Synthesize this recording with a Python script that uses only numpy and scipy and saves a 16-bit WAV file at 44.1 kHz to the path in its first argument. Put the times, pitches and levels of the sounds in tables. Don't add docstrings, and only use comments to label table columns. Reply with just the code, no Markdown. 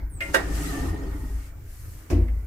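import sys
import numpy as np
from scipy import signal
from scipy.io import wavfile
from scipy.ndimage import uniform_filter1d

SR = 44100
rng = np.random.default_rng(int(sys.argv[2]) if len(sys.argv) > 2 else 0)


def to_linear_factor(level_db):
    exponent = np.asarray(level_db, float) / 20
    return 10 ** exponent


def file_out(sig):
    cols = np.atleast_2d(sig).T
    lim = np.clip(cols, -1, 1)
    pcm = np.round(lim * 32767).astype(np.int16)
    wavfile.write(sys.argv[1], SR, pcm)


N = 108706
TOP_HZ = 15800

# f/Hz, likeness/0-1
STEREO_LIKENESS = [(50, 1), (200, 0.87), (400, 0.82), (800, 0.44), (2000, 0.033), (8000, 0.018)]


def evened(x):
    return x / np.sqrt(np.mean(x ** 2) + 1e-20)


def read(points, hz):
    f, value = np.transpose(points)
    return np.interp(np.log(hz + 1), np.log(f + 1), value)


def curve(rows, column):
    rows = np.array(rows)
    return np.interp(np.arange(N) / SR, rows[:, 0], rows[:, column])


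def drift(rate_hz):
    t = np.arange(N) / SR
    rates = rate_hz * np.geomspace(.1, 1, 12)
    return evened(sum(np.sin(2 * np.pi * (f * t + rng.random())) for f in rates))


def resonate(x, hz, width_hz):
    turn = np.exp(2j * np.pi * np.cumsum(hz * np.ones(x.shape[-1])) / SR)
    r = np.exp(-np.pi * width_hz / SR)
    return 2 * (turn * signal.lfilter([1 - r], [1, -r], x / turn)).real


def hiss(tone, length, size, patchy_db, t60=None):
    # f/Hz, level/dB
    left_right = [(60, 1.5), (170, -5), (400, 3.5), (1500, -8), (5000, 5), (12000, 3)]
    frames, hz = length * 4 // size + 5, np.fft.rfftfreq(size, 1 / SR)
    a, b, c, d, patches = rng.standard_normal((frames, len(hz), 5)).T
    patches = uniform_filter1d(patches, size=size // 128 + 1, axis=0)
    patches = evened(uniform_filter1d(patches, size=8, axis=1))

    same = np.clip(read(STEREO_LIKENESS, hz), -1, 1)[:, None]
    left = a + 1j * b
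    right = same * left + np.sqrt(1 - same ** 2) * (c + 1j * d)
    z = np.array([left, right])

    gain = to_linear_factor(read(tone, hz)) * (hz > .8 * tone[0][0]) * (hz < TOP_HZ)
    z *= gain[:, None] / np.sqrt(np.mean(gain ** 2)) * to_linear_factor(patchy_db * patches)
    z *= to_linear_factor(np.outer([.5, -.5], read(left_right, hz)))[:, :, None]
    if t60:
        frame_s = np.arange(frames) * size / 4 / SR
        z *= to_linear_factor(-60 * frame_s / read(t60, hz)[:, None])
    return signal.istft(z, nperseg=size, noverlap=size * 3 // 4)[1][:, :length] / np.sqrt(size / 3)


def background():
    # f/Hz, level/dB per Hz
    air_tone = [(18, 4), (30, -2), (55, 4.5), (100, 0), (140, -17), (669, -31), (2280, -31), (3300, -66),
                (6000, -69), (14300, -43.5)]
    # f/Hz, level/dB
    lamp = [(14277, -69)]
    air = to_linear_factor(-41) * evened(hiss(air_tone, N, size=2048, patchy_db=4.0))
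    hz, db = lamp[0]
    phase = 2 * np.pi * np.cumsum(hz + 3 * drift(rate_hz=3)) / SR
    whine = np.sin(phase + np.array([[0], [1.2]]))
    return air + np.sqrt(2) * to_linear_factor(db + 1.5 + 1.2 * drift(rate_hz=4)) * whine


def boom():
    # t/s, first body mode level/dB, second mode relative to it/dB
    shake = [(0, -40.5, 6.5), (.05, -24.5, -25), (.13, -41.5, -22), (.2, -35.5, -11), (.3, -50, -10.5),
             (.45, -32, -12), (.6, -29, -13), (.78, -35, -9), (.9, -30.5, 1), (.99, -32.5, -1.5),
             (1.06, -33, -11), (1.2, -29, -12.5), (1.4, -35, -7), (1.47, -43, -6.5), (2.1, -51, -5.5),
             (2.13, -26, 3), (2.23, -18.5, -7), (2.3, -27, -14)]
    # t/s, level relative to the first body mode/dB
    sway = [(1.0, -15), (1.15, -11.5), (1.45, -4), (2.05, -5.5), (2.15, -24)]
    wander_hz, flutter_db = 1.12, 3
    modes = (32, curve(sway, column=1)), (53.2, 0), (82.76, curve(shake, column=2))  # (f/Hz, relative dB)
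    db = curve(shake, column=1)
    out = 0
    for hz, rel_db in modes:
        phase = 2 * np.pi * np.cumsum(hz + wander_hz * drift(rate_hz=8.02)) / SR
        level = to_linear_factor(db + rel_db + flutter_db * drift(rate_hz=14))
        out = out + np.sqrt(2) * level * np.sin(phase + np.array([[.04], [0]]))
    return out * to_linear_factor([[.65], [-.65]])


def rolling():
    # t/s, level/dB
    effort = [(0, -41.5), (.1, -59.5), (.2, -47.5), (.3, -40), (.45, -39.5), (.6, -36), (.85, -33),
              (1, -38), (1.2, -42.5), (1.4, -50), (1.48, -59), (1.9, -62.5), (2.08, -55), (2.299, -57),
              (2.46, -56)]
    # f/Hz, width/Hz, level/dB
    panel = [(160.5, 23, -3.5), (180.7, 11, -11.5), (275.9, 14, -3.5), (300, 18.2, -1.5), (334, 36, -18),
             (399.8, 10.2, -7), (528, 49, -14), (665, 68, -14), (780, 170, -9.5)]
    # f/Hz, level/dB per Hz
    wash_tone = [(53, -2), (90, 0.5), (211, -35), (288, -5), (470, -15.5), (4500, -37), (5850, -42),
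                 (9900, -120)]
    # t/s, f/Hz, load/dB
    mesh = [(.25, 580, -17), (.4, 594, 5), (.55, 595, 6), (.69, 646, 6.5), (.72, 586, 8), (.86, 610, 3.5),
            (1.1, 614.4, 2), (1.3, 624, 0.5), (1.5, 610, 9.5), (1.6, 610, -23)]
    # multiple of mesh f, level/dB
    mesh_orders = [(2, -16), (3, -13)]
    bumps_per_s, bump_spread_db, bump_share = 360, 3.5, 0.53
    panel_wander = .03

    bumps = to_linear_factor(bump_spread_db * np.minimum(rng.exponential(1, N), 4))
    bumps = bumps * (rng.random(N) < bumps_per_s / SR) * rng.choice([-1, 1], N)
    drive = (1 - bump_share) * rng.standard_normal(N) + bump_share * evened(bumps)
    apart, out = rng.standard_normal((2, N)), np.zeros((2, N))
    for hz, width_hz, db in panel:
        same = np.clip(read(STEREO_LIKENESS, hz), 0, 1)
        hz = hz * (1 + panel_wander * drift(rate_hz=5.033))
        push = np.sqrt(same) * drive + np.sqrt(1 - same) * apart
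        out += to_linear_factor(db) * evened(resonate(resonate(push, hz, width_hz), hz, 4 * width_hz))
    for k, db in mesh_orders:
        hum = resonate(.5 * drive + apart, k * curve(mesh, column=1), width_hz=34)
        out += to_linear_factor(db + curve(mesh, column=2)) * evened(hum)
    out += to_linear_factor(1) * evened(hiss(wash_tone, N, size=1024, patchy_db=4.5))
    return to_linear_factor(curve(effort, column=1) - 2.5) * out


def squeaks():
    # t/s, length/s, level/dB, start f/Hz, end f/Hz
    whistles = [(.094, .034, -55, 10250, 10200), (.108, .075, -47, 8900, 8050),
                (.158, .045, -49, 8050, 7500), (.2, .085, -51, 8080, 8050), (.52, .07, -55, 5000, 5000),
                (.522, .02, -53, 8750, 8750), (.59, .05, -48, 7500, 8300), (.625, .025, -47, 8700, 9200),
                (.635, .05, -45, 8400, 7500), (.67, .035, -49, 3900, 4100), (.64, .04, -54, 2750, 2750),
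                (.72, .03, -55, 3700, 3650), (.765, .035, -48, 6500, 6450), (.83, .05, -55, 5400, 5450),
                (.875, .025, -55, 9900, 9700), (.925, .045, -57, 10000, 10000), (.97, .03, -60, 6450, 6450),
                (.985, .025, -60, 6950, 6950), (1.025, .025, -58, 5200, 5200), (1.03, .03, -57, 3150, 3150),
                (1.035, .015, -59, 6450, 6450), (1.48, .04, -62, 2280, 2320)]
    width_hz, fuzz_share = 200, .55
    out = np.zeros((2, N))
    for start, length, db, hz0, hz1 in whistles:
        u = np.linspace(0, 1, int(length * SR))
        hz = hz0 + (hz1 - hz0) * u
        noise = rng.standard_normal((2, len(u)))
        fuzz = evened(resonate(resonate(noise, hz, width_hz), hz, 2 * width_hz))
        tone = np.sqrt(2) * np.sin(2 * np.pi * np.cumsum(hz) / SR + rng.uniform(0, 1, (2, 1)))
        shape = np.sin(np.pi * u) ** .5
        whistle = (1 - fuzz_share) * tone + fuzz_share * fuzz
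        out[:, round(start * SR):][:, :len(u)] += to_linear_factor(db) * shape * whistle
    return out


def rubbing():
    # t/s, level/dB, brightness/0-1
    rub = [(.196, -68, 0.8), (.208, -47.5, 0.23), (.48, -47.5, 0.04), (.56, -40, 0.24), (.66, -39.5, 0.2),
           (.9, -46.5, 0.26), (.94, -55.5, 0.2), (1.05, -56, 0.3), (1.2, -53.5, 0.75), (1.47, -53.5, 0.34),
           (1.54, -65.5, 0.1), (1.64, -61.5, 0.3), (1.72, -53, 0.75), (1.9, -52, 0.86), (2.0, -54, 0.5),
           (2.08, -58, 0.2), (2.25, -62, 0.7)]
    # f/Hz, level/dB per Hz
    dull_tone = [(1470, 2), (2500, -1.5), (2800, 2), (3550, -4.5), (8000, 0), (15600, -17)]
    # f/Hz, level/dB per Hz
    bright_tone = [(1470, -8.5), (2500, -5), (3070, -17.5), (4080, -7), (13300, 1.5), (15600, -16)]
    bright = np.clip(curve(rub, column=2), 0, 1)
    dull = evened(hiss(dull_tone, N, size=256, patchy_db=1.6))
    thin = evened(hiss(bright_tone, N, size=256, patchy_db=1.6))
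    return to_linear_factor(curve(rub, column=1)) * (np.sqrt(1 - bright) * dull + np.sqrt(bright) * thin)


def ring(modes, rise_s, spread, strikes=((0, 0),)):
    t, out = np.arange(SR // 2) / SR, np.zeros((2, SR // 2))
    for delay, strike_db in strikes:
        at = round(abs(delay) * SR)
        sound = 0
        for hz, db, t60 in modes:
            apart = spread * rng.choice([-1, 1]) * np.array([[.5], [-.5]])
            wave = np.sin(2 * np.pi * hz * t + 6 * rng.random() + apart)
            sound = sound + to_linear_factor(strike_db + db - 60 * t / t60) * wave
        out[:, at:] += ((1 - np.exp(-t / rise_s)) * sound)[:, :len(t) - at]
    return out


def blows():
    blow_s = [
        .204,
        .33,
        .341,
        2.098,
        2.28,
    ]
    # level/dB, rise/s, left-right/dB, stretch of the car's decay
    cracks = [(-33, 0.002, 0, .65), (-29.5, 0.011, 6, 1.6), (-18.5, 0.004, -5, 0.55),
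              (-30, 0.0035, 0, 1.39), (-52, 0.002, -4, 0.4)]
    # f/Hz, level/dB per Hz
    coupler_tone = [(180, -42), (300, -33), (1160, -7.5), (2210, 7), (2880, -0.5), (3460, -7.5),
                    (9640, -21), (15600, -18)]
    latch_tone = [(120, -68), (200, -3), (586, -5.5), (1310, -7.5), (1630, -2), (3250, -16), (7650, -12.5),
                  (15600, -23)]
    meet_tone = [(65, -30), (140, -2.5), (351, -10), (700, -19), (1400, -27.5), (2360, -22.5), (3400, -33),
                 (5500, -28), (15600, -40)]
    # f/Hz, t60/s
    car_t60 = [(250, 0.5), (700, 0.51), (2000, 0.37), (7000, 0.16), (14000, 0.17)]
    # f/Hz, level/dB, t60/s
    coupler_ring = [(560, -40, .3), (660, -41, .2), (1405, -38, .2), (1836, -34, .13), (2110, -25, 0.17),
                    (2040, -30, 0.12), (2455, -25, 0.05), (2810, -33, 0.08)]
    latch_ring = [(325, -32.5, 0.31), (393.8, -22.5, 0.29), (540, -18, 0.1), (652, -23, 0.18),
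                  (876, -29.5, 0.12), (1064, -35, .25), (1430, -28, 0.18), (1583, -10, 0.073),
                  (1802, -12, 0.051), (1900, -21, 0.19), (2135, -26, 0.1), (2850, -24, 0.15),
                  (3400, -29, 0.094), (3745, -31.5, 0.16)]
    thud_ring = [(151, -37, 0.64), (190, -33, 0.083), (240, -31.5, 0.4), (290.8, -22.5, 0.3),
                 (334.4, -25.5, 0.35), (350.3, -17.5, 0.14), (445, -40, 0.1), (484, -37.5, .3),
                 (610, -33, 0.085), (682, -32, 0.1), (730, -44.5, .25), (880, -44, 0.17), (1107, -47, 0.23)]
    settle_ring = [(2050, -45, .07), (2300, -50, .05)]
    # delay/s, level/dB
    coupler_strikes = [(.001, -4), (.007, -1), (.018, -2), (.052, -9), (.079, -13)]
    latch_strikes = [(.001, -1), (.012, -6), (.033, -16)]
    thud_strikes = [(.004, -3), (.022, 0), (.052, -5), (.078, -12), (.105, -11)]
    snap_gain, snap_s = 0.34, 0.02

    out = np.zeros((2, N + SR))
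    t = np.arange(SR // 2) / SR
    tones = coupler_tone, latch_tone, latch_tone, meet_tone, coupler_tone
    rings = coupler_ring, None, latch_ring, None, settle_ring
    rebounds = coupler_strikes, None, latch_strikes, None, [(0, 0)]
    for s, crack, tone, modes, strikes in zip(blow_s, cracks, tones, rings, rebounds):
        db, rise, left_db, stretch = crack
        t60 = [(hz, stretch * v) for hz, v in car_t60]
        onset = 1 - np.exp(-(t / rise) ** 2)
        sound = to_linear_factor(db) * onset * hiss(tone, len(t), size=256, patchy_db=1.2, t60=t60)
        sound = sound * (1 + snap_gain * np.exp(-t / snap_s))
        if modes:
            sound = sound + ring(modes, .002, spread=1.4, strikes=strikes)
        out[:, round(s * SR):][:, :len(t)] += sound * to_linear_factor(np.array([[.5], [-.5]]) * left_db)
    thud = ring(thud_ring, rise_s=.005, spread=0.53, strikes=thud_strikes)
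    out[:, round(blow_s[3] * SR):][:, :len(t)] += thud
    return out[:, :N]


def joints():
    # t/s, level/dB, panel tuning/ratio
    crossings = [(0.443, -34, 1.23), (0.489, -25.5, 1.0), (0.531, -25.5, 1.0), (.606, -24.5, .97),
                 (.659, -23, 0.96), (.72, -29, 0.92), (.818, -20, .9), (.87, -26, 1.08), (0.921, -29, 1.1),
                 (1.019, -30.5, 1.04), (1.145, -28, 1.0), (1.231, -29, 0.87), (1.37, -48, 0.93)]
    # f/Hz, level/dB, t60/s
    knock_ring = [(162.7, -6.5, 0.15), (298, -0.5, 0.15), (347.4, -15.5, 0.13), (410, -10, 0.055)]
    out = np.zeros((2, N))
    for s, db, tuning in crossings:
        modes = [(hz * tuning, *rest) for hz, *rest in knock_ring]
        out[:, round(s * SR):][:, :SR // 2] += to_linear_factor(db) * ring(modes, rise_s=0.0067, spread=0.41)
    return out


def scene():
    return background() + boom() + rolling() + squeaks() + rubbing() + blows() + joints()


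def top_cut(x):
    return signal.sosfilt(signal.butter(12, 15710, fs=SR, output="sos"), x)


def record(dry):
    return top_cut(dry)


dry = scene()
out = record(dry)
file_out(out)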